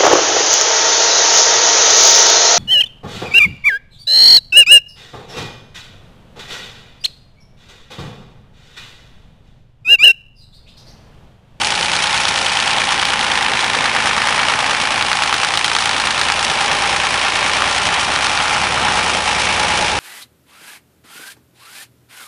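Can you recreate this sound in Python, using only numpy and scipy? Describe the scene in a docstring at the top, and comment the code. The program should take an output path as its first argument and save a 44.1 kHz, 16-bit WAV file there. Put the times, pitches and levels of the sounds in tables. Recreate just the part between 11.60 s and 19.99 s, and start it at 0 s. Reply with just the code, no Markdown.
"""Forestry mulcher on a stump.

A tractor drives the toothed rotor, about nine turns a second, into a stump, close by in the open.
Teeth knock on the wood turn after turn, then settle into a grinding roar under a ringing steel hood.
The same teeth come round, so most of the roar repeats; chips and soil hiss out, the drive drones below."""
import sys
import numpy as np
from scipy.fft import rfft, irfft, next_fast_len
from scipy.io import wavfile
from scipy.ndimage import uniform_filter1d, map_coordinates

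SR = 44100
rng = np.random.default_rng(int(sys.argv[2]) if len(sys.argv) > 2 else 0)


def wrap_up_sound(samples):
    """Save the sound to the file named by the first command line argument, as 16-bit audio."""
    columns = np.atleast_2d(samples).T
    # keep every value between -1 and 1, then stretch to whole-number steps
    tamed = np.clip(columns, -1, 1)
    steps = np.round(tamed * 32767).astype(np.int16)
    wavfile.write(sys.argv[1], SR, steps)


N = 369999

# rotor speed, sagging under load: time_s, turns_per_s
ROTOR_SPEED = [(0.0, 9.417), (0.6, 9.435), (1.2, 9.416), (1.45, 9.348), (1.75, 9.201), (2.1, 9.264),
               (2.5, 9.26), (2.8, 9.445), (3.1, 9.505), (3.5, 9.482), (3.9, 9.457), (4.3, 9.359),
               (4.7, 9.333), (5.3, 9.367), (6.0, 9.374), (6.6, 9.365), (7.4, 9.373), (8.39, 9.367)]
# rows of teeth: angle_turns, strength_db
TOOTH_ROWS = [(.115, -1), (.305, 0), (.46, -1), (.65, -0.5), (.795, -1.5), (.975, 1)]
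# share of the scraping that repeats next turn: freq_hz, power_fraction
REPEAT_SHARE = [(60, 0.44), (400, 0.45), (900, 0.81), (2000, 0.52), (4000, 0.3), (9000, 0)]
# teeth catching solid wood: start_s, blow_count, knock_db, crack_db, crack_hz
CATCHES = [(0.0172, 5, -16, -11, 3200), (0.047, 11, -27, -13.5, 2980), (0.6052, 7, -20, -17, 3660),
           (0.654, 1, -18, -10.5, 3580), (0.76, 9, -27, -10.5, 3130), (1.219, 11, -12.5, -24, 2770),
           (1.3213, 4, -12, -13, 2925), (1.4539, 1, -25, -8, 3100), (1.7192, 6, -14.5, -12.5, 3070),
           (1.777, 5, -20, -16.5, 3520), (2.148, 12, -11.5, -20, 2750), (2.242, 11, -16, -21, 2660),
           (2.369, 9, -18, -18, 2730), (2.4038, 10, -12.5, -30, 2700), (3.4106, 6, -8.5, -14, 2780),
           (3.4252, 5, -11, -14, 4030), (3.5705, 11, -16, -19.5, 3330), (3.9742, 1, -17, -8, 3270),
           (4.0446, 3, -12, -8, 3070), (4.0804, 8, -14, -13.5, 3600), (4.116, 2, -11.5, -17, 3500),
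           (4.1652, 1, -10, -12, 3900), (4.364, 6, -15, -13.5, 3400), (4.7006, 1, -10, -18, 3300),
           (5.256, 7, -12, -22, 3580), (6.0212, 1, -7, -13, 3000), (6.482, 11, -15.5, -23, 3200),
           (6.5617, 4, -11.5, -13.5, 3820), (6.856, 7, -13, -24, 3560)]
# light bites, duller deep in the wood: time_s, knock_db, crack_db
BITE_LEVELS = [(0, -28.5, -22), (2, -23, -24.5), (4.4, -24.5, -22), (8.3, -25, -31)]

# resonances: freq_hz, width_hz, gain_db
HOOD_MODES = [(809, 41, -0.66), (862, 56, -1.8)]
GAP_MODES = [(1387, 99, 1), (1820, 99, 0), (2288, 153, -1.5)]  # air gap round the rotor
CUT_MODES = [(1087, 91, 2.5), (1204, 91, 1.5)]  # hollow cut in the stump

# spectral shapes: freq_hz, gain_db
RUMBLE_SPECTRUM = [(15, -10), (40, -8), (64, -6), (80, 3), (140, 3), (240, 3.5), (330, -7), (600, -34)]
CHURN_SPECTRUM = [(150, -21), (260, -11), (350, -3.5), (480, -1.5), (600, 1.5), (700, 0.5), (900, -3),
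                  (1500, -34)]
GRIND_SPECTRUM = [(500, -24.5), (750, 2.5), (950, 4.5), (1150, -0.5), (1600, 2), (2020, -1), (2400, 2),
                  (3200, -0.5), (4500, -9), (8000, -33)]
SPRAY_SPECTRUM = [(1200, -12.5), (2300, 4.5), (3300, 4), (4500, 0), (5500, 1.5), (7200, -6), (10000, -6),
                  (11000, -27)]
KNOCK_SPECTRUM = [(200, -38), (580, -15.5), (850, -7), (1200, 1), (1700, -1), (2300, -2.5), (3100, -7.5),
                  (6000, -42)]

# drive tones: rotor_multiple, gain_db
HUM_TONES = [(14, -4), (18, -1.5), (24, -4), (30, -5)]
LOAD_TONES = [(6, 0.5), (8, 1), (10, -3), (57, -1)]  # grow with load

# envelopes: time_s, relative_db
ROTOR_LOAD = [(0.1, -34.5), (2.59, -32.5), (4.1, -34.5), (5.58, -31.5), (5.7, -32.5), (7.45, -29.5),
              (8.3, -28.5)]  # grows as the rotor sinks into the ground
TOOTH_PRESSURE = [(0.3, -22.5), (0.52, -21), (2.88, -20), (4.04, -22), (5.54, -19), (8.3, -20)]
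HOOD_LEVEL = [(0.1, -24.5), (0.28, -26.5), (1.79, -27), (3.5, -28), (4.3, -26), (5.08, -23.5),
              (6.06, -28.5), (8.3, -23)]
GAP_LEVEL = [(0, -31), (0.6, -24.5), (1.2, -29.5), (2.4, -23.5), (3.9, -29), (8.3, -25)]
SPRAY_LEVEL = [(0.2, -25.5), (0.26, -25.5), (2.14, -28), (8.3, -25.5)]
HUM_LEVEL = [(0, -48), (1.3, -42), (2.3, -41.5), (3.5, -49), (5, -50.5), (8.3, -45.5)]

RUMBLE_DB, CHURN_DB, HOOD_DB, SPRAY_DB = -5, 2, -1.5, 3.5  # offsets on the envelopes
GRIND_DB, CUT_DB, CUT_DB_PER_DB = -21.5, -30, 1.9  # gains at mean pressure; slope with pressure
DRONE_DB, DRONE_DB_PER_DB = -47.5, 1.9  # gain at mean load; slope with load
DIG_DB, SCATTER_DB = 1.5, 1.2  # mid-run swell; blow-to-blow spread
CREEP_TURNS = 0.0003  # advancing wood is met this much sooner each turn
CRACK_WIDTH_HZ, TOP_HZ = 930, 10500


def rotor(angle):
    """The rotor churns soil and grinds wood in surges, row by row; hood, air gap and cut ring."""
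    load_db, press_db = level(ROTOR_LOAD), about_mean(TOOTH_PRESSURE)
    clods = amp(1.03 * wobble(14) + 1.2 * wobble(70))
    rumble = coloured(scraping(angle, grain_db=5, memory_s=1.3), RUMBLE_SPECTRUM)
    churn = coloured(scraping(angle, grain_db=4, memory_s=1.415), CHURN_SPECTRUM)
    soil = amp(load_db + RUMBLE_DB) * rumble + amp(load_db + CHURN_DB) * churn
    surge = 1 + 0.78 * row_pulse(angle, fade_turns=0.2)
    feed_db = 0.48 * wobble(4.5) + 0.8 * wobble(22)  # wood gives way unevenly
    rasp = surge * scraping(angle, grain_db=7.5, memory_s=1.08)
    grinding = amp(GRIND_DB + press_db) * coloured(rasp, GRIND_SPECTRUM)
    shake = surge * scraping(angle, grain_db=2.5, memory_s=1.485)
    gap = amp(level(GAP_LEVEL)) * ring(shake, GAP_MODES)
    cut = amp(CUT_DB + CUT_DB_PER_DB * press_db) * ring(shake, CUT_MODES)
    return clods * soil + amp(feed_db) * (grinding + hood(angle, shake) + gap + cut)


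def scraping(angle, grain_db, memory_s, size=4700):
    """Gritty noise tied to rotor angle: the pattern returns each turn and drifts as the wood wears."""
    grit = lambda shape: unit(rng.standard_normal(shape) * amp(grain_db * rng.standard_normal(shape)))
    patterns, fresh = grit((32, size)), grit(N)
    age = np.arange(N) / SR / memory_s
    stage, blend_rad = age.astype(int), age % 1 * np.pi / 2
    read = lambda k: map_coordinates(patterns.ravel(), [(k + angle % 1) * size])
    locked = np.cos(blend_rad) * read(stage) + np.sin(blend_rad) * read(stage + 1)
    share = lambda hz: np.clip(log_interp(REPEAT_SHARE, hz), 0, 1)
    repeating = filtered(locked, lambda hz: np.sqrt(share(hz)))
    return repeating + filtered(fresh, lambda hz: np.sqrt(1 - share(hz)))


def row_pulse(angle, fade_turns):
    """A jump as each row of teeth enters the cut, then a decay."""
    pulses = sum(amp(db) * np.exp(-((angle - at) % 1) / fade_turns) for at, db in TOOTH_ROWS)
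    return uniform_filter1d(pulses, size=60)


def hood(angle, shake):
    """The steel hood rings; under load, one side of the rotor shakes it harder."""
    hood_db = level(HOOD_LEVEL) + HOOD_DB
    depth_db = 0.42 * (hood_db - hood_db.min())
    throb_db = depth_db * np.cos(2 * np.pi * (angle - .32)) + 1.3 * wobble(7)
    return amp(hood_db + throb_db) * ring(shake, HOOD_MODES)


def blows(angle, size=2048):
    """A caught tooth strikes once a turn, digging in and letting go, with much the same clatter."""
    out = np.zeros(N + size)
    for start_s, count, knock_db, crack_db, crack_hz in CATCHES:
        turns = np.arange(round(count))
        starts = np.searchsorted(angle, angle[round(start_s * SR)] + turns * (1 - CREEP_TURNS))
        arch = np.sin(np.pi * (turns + .5) / len(turns)) - 1
        depths_db = DIG_DB * arch + SCATTER_DB * rng.standard_normal(len(turns))
        tooth = rng.standard_normal(size)
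        for start, db in zip(starts, depths_db):
            clatter = 1.08 * tooth + 0.81 * rng.standard_normal(size)
            out[start:start + size] += amp([knock_db + db, crack_db + db]) @ strike(clatter, crack_hz)
    return out[:N]


def bites(angle, size=2048, teeth_per_row=3):
    """Teeth bite lightly every turn, each with its own voice, digging in and letting go over many turns."""
    knock_crack_db = np.transpose(curves(BITE_LEVELS))
    out = np.zeros(N + size)
    for row_turns, row_db in TOOTH_ROWS * teeth_per_row:
        starts = np.flatnonzero(np.diff(np.floor(angle - row_turns - .045 * rng.random())))
        dig_db = 2.5 * np.tanh(wobble(1.66)[starts])
        scatter_db = 2.1 * np.tanh(rng.standard_normal(len(starts)))
        voice = strike(rng.standard_normal(size), crack_hz=2800 * np.exp(0.2 * rng.standard_normal()))
        for start, db in zip(starts, row_db + dig_db + scatter_db):
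            out[start:start + size] += amp(knock_crack_db[start] + db) @ voice
    return out[:N]


def strike(clatter, crack_hz):
    """One tooth hit with a short clatter under the hood: dull knock, sharp crack, each at onset rms 1."""
    t, hz = np.arange(len(clatter)) / SR, np.fft.rfftfreq(len(clatter), 1 / SR)
    force = clatter * (0.13 * amp(-60 * t / 0.0034) + 0.017 * amp(-60 * t / 0.062))
    force[0] += 1
    wood = minimum_phase(amp(log_interp(KNOCK_SPECTRUM, hz)))
    splinter = resonance(hz, [(crack_hz, CRACK_WIDTH_HZ, 0)])
    splinter *= resonance(hz, [(crack_hz * 0.69, 7000, 0)])
    knock_crack = irfft(rfft(force) * np.array([wood, splinter]))
    return knock_crack / np.std(knock_crack[:, t < .003], axis=1, keepdims=True)


def spray(angle):
    """Each row of teeth throws out a puff of chips and grit."""
    grit = rng.standard_normal(N) * amp(4.9 * rng.standard_normal(N))
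    puffs = 1 + 2.4 * row_pulse(angle, fade_turns=0.12) * amp(2.75 * wobble(60))
    return amp(level(SPRAY_LEVEL) + SPRAY_DB + 0.32 * wobble(9)) * coloured(grit * puffs, SPRAY_SPECTRUM)


def drive(angle):
    """Engine and belt drive drone in step with the rotor."""
    def tone(multiple):
        cycles = round(multiple) * angle + rng.random() + 0.065 * wobble(3.23)
        return np.sqrt(2) * np.sin(2 * np.pi * cycles)

    stack = lambda tones: sum(amp(db + 2.2 * wobble(4)) * tone(multiple) for multiple, db in tones)
    drone_db = DRONE_DB + DRONE_DB_PER_DB * about_mean(ROTOR_LOAD)
    return amp(drone_db) * stack(LOAD_TONES) + amp(level(HUM_LEVEL)) * stack(HUM_TONES)


def amp(db):
    """Decibels to gain."""
    return 10 ** (np.asarray(db) / 20)


def unit(x):
    """Scale to rms 1."""
    return x / np.sqrt(np.mean(x ** 2) + 1e-20)


def log_interp(points, hz):
    """Interpolate on a log frequency axis."""
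    knots_hz, values = np.transpose(points)
    return np.interp(np.log(hz + 1), np.log(knots_hz + 1), values)


def curves(rows):
    """Per-sample values of each column after time_s."""
    time_s, *columns = np.transpose(rows)
    return [np.interp(np.arange(N) / SR, time_s, column) for column in columns]


def level(rows):
    """Per-sample envelope in dB."""
    return curves(rows)[0]


def about_mean(rows):
    """Envelope in dB less its mean."""
    return level(rows) - level(rows).mean()


def wobble(knots_per_s):
    """Smooth random curve."""
    coarse = np.linspace(0, N, 6000)
    values = map_coordinates(rng.standard_normal(2000), [coarse * knots_per_s / SR], mode="wrap")
    return np.interp(np.arange(N), coarse, values)


def filtered(x, response):
    """Apply a frequency response."""
    size = next_fast_len(N + SR // 2)
    return irfft(rfft(x, size) * response(np.fft.rfftfreq(size, 1 / SR)), size)[:N]


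def coloured(x, spectrum):
    """x shaped by a spectrum, at rms 1."""
    return unit(filtered(x, lambda hz: amp(log_interp(spectrum, hz))))


def ring(x, modes):
    """Modes excited by x, at rms 1."""
    return unit(filtered(x, lambda hz: resonance(hz, modes)))


def resonance(hz, modes):
    """Causal response of modes with alternating signs."""
    return sum((-1) ** k * amp(db) * 1j * hz * width_hz / (mode_hz ** 2 - hz ** 2 + 1j * hz * width_hz)
               for k, (mode_hz, width_hz, db) in enumerate(modes))


def minimum_phase(gain):
    """Sharpest causal response with this gain."""
    cepstrum = irfft(np.log(np.maximum(gain, 1e-6)))
    half = len(cepstrum) // 2
    cepstrum[1:half] *= 2
    cepstrum[half + 1:] = 0
    return np.exp(rfft(cepstrum))


def scene():
    """Mono mix; every source follows the rotor angle, in turns."""
    angle = np.cumsum(curves(ROTOR_SPEED)[0]) / SR
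    return (drive(angle) + rotor(angle) + spray(angle) + bites(angle) + blows(angle))[None]


def record(dry):
    """The hardest blows overload the microphone; nothing passes above its band limit."""
    clipped = np.clip(dry[0], -1, 1)
    return filtered(clipped, lambda hz: hz < TOP_HZ)[None]


dry = scene()
out = record(dry)
wrap_up_sound(out)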